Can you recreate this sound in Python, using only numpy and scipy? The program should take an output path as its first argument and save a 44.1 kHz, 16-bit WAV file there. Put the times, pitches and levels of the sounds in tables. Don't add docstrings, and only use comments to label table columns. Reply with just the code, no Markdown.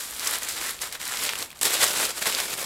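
import sys
import numpy as np
from scipy import signal
from scipy.fft import rfft, irfft
from scipy.io import wavfile

SR = 44100
rng = np.random.default_rng(int(sys.argv[2]) if len(sys.argv) > 2 else 0)


def bounce(signal):
    frames = np.transpose(np.atleast_2d(signal))
    limited = np.clip(frames, -1, 1)
    pcm = np.round(limited * 32767).astype(np.int16)
    wavfile.write(sys.argv[1], SR, pcm)


N = 116865

# time in seconds, relative level of the rustle in dB.
MOVES = [(0.0, -33.5), (0.08, -38), (0.174, -37.5), (0.194, -34), (0.25, -29), (0.285, -28.5),
         (0.355, -27.5), (0.409, -39.5), (0.42, -31.5), (0.47, -34), (0.492, -29), (0.56, -34.5),
         (0.564, -30), (0.6, -33), (0.663, -30), (0.709, -34), (0.765, -43), (0.799, -44), (0.812, -36.5),
         (0.818, -27.5), (0.922, -43.5), (0.926, -35), (0.956, -34), (0.962, -40), (0.99, -48.5),
         (1.001, -33.5), (1.069, -31), (1.18, -32), (1.238, -26.5), (1.3, -29), (1.35, -36), (1.428, -30),
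         (1.484, -48), (1.525, -48), (1.541, -57), (1.558, -46), (1.6115, -49.5), (1.613, -23.5),
         (1.624, -26.5), (1.634, -18.5), (1.638, -28.5), (1.654, -18), (1.684, -25), (1.72, -26),
         (1.744, -22.5), (1.785, -29), (1.799, -25.5), (1.806, -21), (1.824, -21), (1.832, -16.5),
         (1.842, -18.5), (1.853, -24), (1.947, -29), (1.963, -26), (2.056, -24), (2.072, -32), (2.102, -31),
         (2.138, -41), (2.16, -36), (2.18, -29.5), (2.204, -38.5), (2.224, -24.5), (2.24, -30.5),
         (2.256, -30.5), (2.272, -20), (2.279, -24.5), (2.297, -25), (2.31, -27), (2.372, -28.5),
         (2.404, -25.5), (2.41, -26.5), (2.489, -34.5), (2.5, -30.5), (2.537, -28.5), (2.571, -38.5),
         (2.579, -30), (2.617, -29.5), (2.649, -34)]

BUCKLES_PER_S, RATE_PER_DB, SIZE_SPREAD_DB = 9000, 0.0146, 3
FEWEST_PER_S = 90
SMALL_BIAS = 1.15
CREASE_Q, SNAP_Q = 1.72, 1.86
CRACKLE_DB, SLIDE_DB = -1.5, -6
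FLURRY_PER_S, FLURRY_S, FLURRY_DB = 260, 0.0024, 1.5
PATCH_PER_S, PATCH_S, PATCH_DB = 240, 0.0024, 2

POPS_PER_S, POP_DB, POP_SPREAD_DB = 110, 6.5, 1
POP_LOW_HZ, POP_HIGH_HZ = 1360, 12200
FLIP_Q = 0.39

SNAP_DB = -5.5
RUN_S, RUN_DB, RUN_PER_S, RUN_Q = 0.0017, -5.5, 12000, 1.3
FIZZ_HZ, FIZZ_Q, FIZZ_DB = 10200, 1.8, -1

POCKET_Q, POCKET_DB = 5.6, -10.5
FOLD_HZ, FOLD_Q, FOLD_SHARE, OPENS_S = 2580, 3.5, 0.21, 1.25

ROOM_DB, ROOM_T60_S, ROOM_DAMP_HZ, ROOM_DELAY_S = -17, 0.18, 7400, 0.0035
ROOM_SHIFT_S = 0.2577
ROOM_TONE_DB = -52
TOP_HZ = 15750


def rustle(count=13):
    # time in seconds, bass in dB, middle in dB, treble in dB.
    tint_rows = [(0.0, -4.5, 2, 6), (0.25, -2.5, 2, 2), (0.461, -2, 3.5, 0.8), (0.503, -6.5, -3, 1.2),
                 (0.605, 2.5, 2, 1), (0.682, -4, 7.5, 4.5), (0.742, 0.5, 2.5, 2.5), (0.982, 0.5, -0.5, 0.2),
                 (1.042, -5.5, -2.5, -0.5), (1.113, -2.5, 5.5, 0.7), (1.263, -1.5, -1, 1.5),
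                 (1.299, -9, 6, -6), (1.335, 2, -2.5, -0.5), (1.628, -1, -3.5, 2.5), (1.76, 2.5, 2.5, 1.3),
                 (2.209, 2.2, -2, 3), (2.257, 2.5, 4.5, 1), (2.329, -1.3, -3.5, -1), (2.395, 2, 4.5, 0),
                 (2.448, 2.5, -3.5, 1.3), (2.646, 5.5, -3, 1.5)]
    tint_hz = (550, 1700, 4000, 8500)
    # frequency in Hz, filter gain in dB.
    paper_gain = [(120, -2.5), (170, -10.5), (230, -7), (310, -6.5), (460, -1.5), (700, -3.5), (1400, -1),
                  (2200, -1.3), (3900, -0.5), (6200, -4), (7700, 0), (9500, -3.5), (12400, -3),
                  (14300, -10), (15800, -14)]

    effort_db = curve(MOVES)
    rate = BUCKLES_PER_S * np.exp(RATE_PER_DB * (effort_db + 30))
    centres = np.geomspace(220, 14500, count)
    shares = centres ** SMALL_BIAS / np.sum(centres ** SMALL_BIAS)
    bass, middle, treble = [curve(tint_rows, axis=k) for k in (1, 2, 3)]
    tints_db = np.array([bass, middle, np.zeros(N), treble])

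    crackle, slide = 0, 0
    for hz, share in zip(centres, shares):
        chance = (rate * share + FEWEST_PER_S) / SR
        size = undb(SIZE_SPREAD_DB * np.minimum(rng.standard_normal(N), 1.5))
        size = size * rng.choice([-1, 1], N)
        patches = undb(PATCH_DB * flurries(PATCH_PER_S, PATCH_S))
        flips = unit((rng.random(N) < chance) * size / np.sqrt(chance) * patches)
        weights = np.array([np.interp(np.log(hz), np.log(tint_hz), row) for row in np.eye(len(tints_db))])
        tint = undb(weights @ tints_db)
        crackle = crackle + tint * ring(flips, hz, CREASE_Q)
        slide = slide + tint * ring(rng.standard_normal(N), hz, CREASE_Q)

    crackle = crackle * undb(FLURRY_DB * flurries(FLURRY_PER_S, FLURRY_S))
    crackle = undb(CRACKLE_DB) * unit(colour(crackle, paper_gain))
    slide = undb(SLIDE_DB) * unit(colour(slide, paper_gain))
    return undb(effort_db) * (crackle + slide)


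def flurries(rate, decay_s):
    kicks = (rng.random(N) < rate / SR) * (.5 + rng.random(N))
    surge = signal.lfilter([1], [1, -np.exp(-1 / (decay_s * SR))], kicks)
    return unit(np.minimum(unit(surge - surge.mean()), 2))


def pops(count=600, size=256):
    out, effort_db = np.zeros(N + size), curve(MOVES)
    wait, pitch, strength = rng.random((count, 3)).T
    starts = (np.cumsum(-np.log(1 - wait)) / POPS_PER_S * SR).astype(int)
    for i, p, s in zip(starts, pitch, strength):
        if i < N:
            hz = POP_LOW_HZ * (POP_HIGH_HZ / POP_LOW_HZ) ** np.sqrt(p)
            level_db = effort_db[i] + POP_DB + POP_SPREAD_DB * (2 * s - 1)
            out[i:i + size] += undb(level_db) * pop(hz, size=size)
    return out[:N]


def pop(hz, size=256):
    swing = ring(signal.unit_impulse(size), hz, FLIP_Q)
    y = ring(swing, hz, SNAP_Q)
    return y / np.abs(y).max()


def snaps(size=2048):
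    # start in seconds, relative peak in dB, ring in Hz,
    # relative level in dB of the run of smaller snaps after it.
    stiff_creases = [(0.0576, -20, 8500, -18), (0.109, -17.5, 9000, 1), (0.1494, -20, 4800, -5),
                     (0.1952, -18, 5000, 4.5), (0.206, -21, 5000, -20), (0.2465, -17, 7500, 4),
                     (0.2729, -0.5, 5400, -10), (0.276, -3, 7400, -4), (0.3098, -10, 11000, -1.5),
                     (0.3338, -6.5, 10700, -12), (0.3558, -11, 2980, -10), (0.3852, -15, 12000, -2),
                     (0.423, -18, 1810, -3), (0.4325, -12.5, 7000, 0), (0.449, -15, 7800, -4),
                     (0.4877, -7, 7500, -5), (0.6932, -13, 4400, -3), (0.7081, -6, 11000, -8),
                     (0.791, -18.5, 3120, -26), (.8165, -18, 7300, 0), (0.835, -17, 1600, -24),
                     (0.9257, -17.5, 4170, 1), (0.9537, -18.5, 1570, -2), (1.0143, -17, 3000, -2),
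                     (1.054, -11, 7700, -7), (1.078, -19, 5660, 5), (1.172, -11, 4800, -5),
                     (1.236, -17, 7640, 3.5), (1.252, -8, 3380, -7), (1.2921, -2, 2340, -20),
                     (1.2942, -8, 5500, -12), (1.3348, -10.5, 1850, -4), (1.3552, -12, 2800, -3),
                     (1.3887, -10.5, 8000, -8), (1.4255, -12, 4100, -2.5), (1.5043, -25.5, 2300, 1),
                     (1.515, -25.5, 3300, -4), (1.529, -27, 2130, -4), (1.5915, -26.5, 4130, -3),
                     (1.6128, -11.5, 9000, 2), (1.631, -12, 6600, -13), (1.6312, -6.5, 7900, 0),
                     (1.6535, -7.5, 3600, 1.5), (1.7417, -8.5, 4540, -3), (1.8298, -1, 4760, -14),
                     (1.8413, 0, 7500, -7), (1.8669, -9, 4100, -11), (1.884, -7, 5700, -6),
                     (2.1658, -17, 9700, -12), (2.2128, -21.5, 4000, -1), (2.2560, -15, 4200, -1),
                     (2.2715, -16, 4600, 5), (2.2980, -9, 4270, -3), (2.3246, -8.5, 2860, -4.5),
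                     (2.3491, -1.5, 4500, -12), (2.402, -5.5, 3050, -9), (2.4036, -8, 10400, -12),
                     (2.539, -11, 4030, -4)]
    out, t = np.zeros(N + size), np.arange(size) / SR
    for start, db, hz, run_db in stiff_creases:
        signs = rng.choice([-1, 1], (2, size))
        alike, tiny = signs * (rng.random((2, size)) < RUN_PER_S / SR)
        alike = unit(ring(ring(alike, hz, RUN_Q), hz, RUN_Q))
        fizz = undb(FIZZ_DB) * unit(ring(tiny, FIZZ_HZ, FIZZ_Q))
        run = undb(run_db + RUN_DB) * (alike + fizz) * np.exp(-t / RUN_S)
        i = int(start * SR)
        out[i:i + size] += undb(db + SNAP_DB) * (pop(hz, size=size) + run)
    return out[:N]


def folds(x):
    # time in seconds when fully formed, resonance in Hz.
    air_pockets = [(0.1, 1150), (0.36, 1320), (0.68, 1990), (1.45, 2080), (1.62, 3680), (1.75, 3480),
                   (2.0, 1390), (2.35, 2230)]
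    t = np.arange(N) / SR
    times, pitches = np.array(air_pockets).T
    pockets = 0
    for here, hz in zip(np.eye(len(times)), pitches):
        presence = np.interp(t, times, here)
        pockets = pockets + presence * ring(x, hz, POCKET_Q)
    swallowed = FOLD_SHARE * (t < OPENS_S) * ring(x, FOLD_HZ, FOLD_Q)
    return x + undb(POCKET_DB) * pockets - swallowed


def room(x, size=16384):
    t, out = np.arange(size) / SR, 0
    fade = undb(-60 * t / ROOM_T60_S) * (t > ROOM_DELAY_S)
    place = np.arange(N) / SR / ROOM_SHIFT_S
    for k in range(int(place[-1]) + 2):
        tail = lowpass(rng.standard_normal(size), ROOM_DAMP_HZ, order=1) * fade
        here = np.sqrt(np.maximum(1 - np.abs(place - k), 0))
        out = out + signal.fftconvolve(x * here, tail / np.linalg.norm(tail))[:N]
    return undb(ROOM_DB) * out


def room_tone():
    # frequency in Hz, relative density in dB per Hz.
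    tone_density = [(20, -3), (38, -3), (70, -1), (110, -6.5), (240, -5.5), (500, -10), (1000, -9),
                    (4000, -17.5), (16000, -75)]
    return undb(ROOM_TONE_DB) * unit(colour(rng.standard_normal(N), tone_density))


def undb(db):
    return 10 ** (np.asarray(db) / 20)


def unit(x):
    return x / np.sqrt(np.mean(x ** 2))


def curve(rows, axis=1):
    rows = np.array(rows)
    rows = rows[np.argsort(rows[:, 0], kind="stable")]
    return np.interp(np.arange(N) / SR, rows[:, 0], rows[:, axis])


def lowpass(x, hz, order=2):
    return signal.sosfilt(signal.butter(order, min(hz, SR / 2 - 1), fs=SR, output="sos"), x)


def ring(x, hz, q):
    w = 2 * np.pi * min(hz, SR / 2 - 1) / SR
    a = np.sin(w) / (2 * q)
    return signal.lfilter([a, 0, -a], [1 + a, -2 * np.cos(w), 1 - a], x)


def colour(x, points, size=4096):
    hz, db = np.array(points).T
    f = np.maximum(np.fft.rfftfreq(size, 1 / SR), 1)
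    gain = undb(np.interp(np.log(f), np.log(hz), db))
    gain = gain * np.minimum(f / hz[0], 1) ** 2
    cepstrum = irfft(np.log(gain))
    cepstrum[1:size // 2] *= 2
    cepstrum[size // 2 + 1:] = 0
    return signal.fftconvolve(x, irfft(np.exp(rfft(cepstrum))))[:N]


def scene():
    paper = folds(rustle() + pops()) + snaps()
    return (paper + room(paper) + room_tone())[None]


def record(dry):
    return signal.sosfilt(signal.ellip(10, .1, 80, TOP_HZ, fs=SR, output="sos"), dry)


dry = scene()
out = record(dry)
bounce(out)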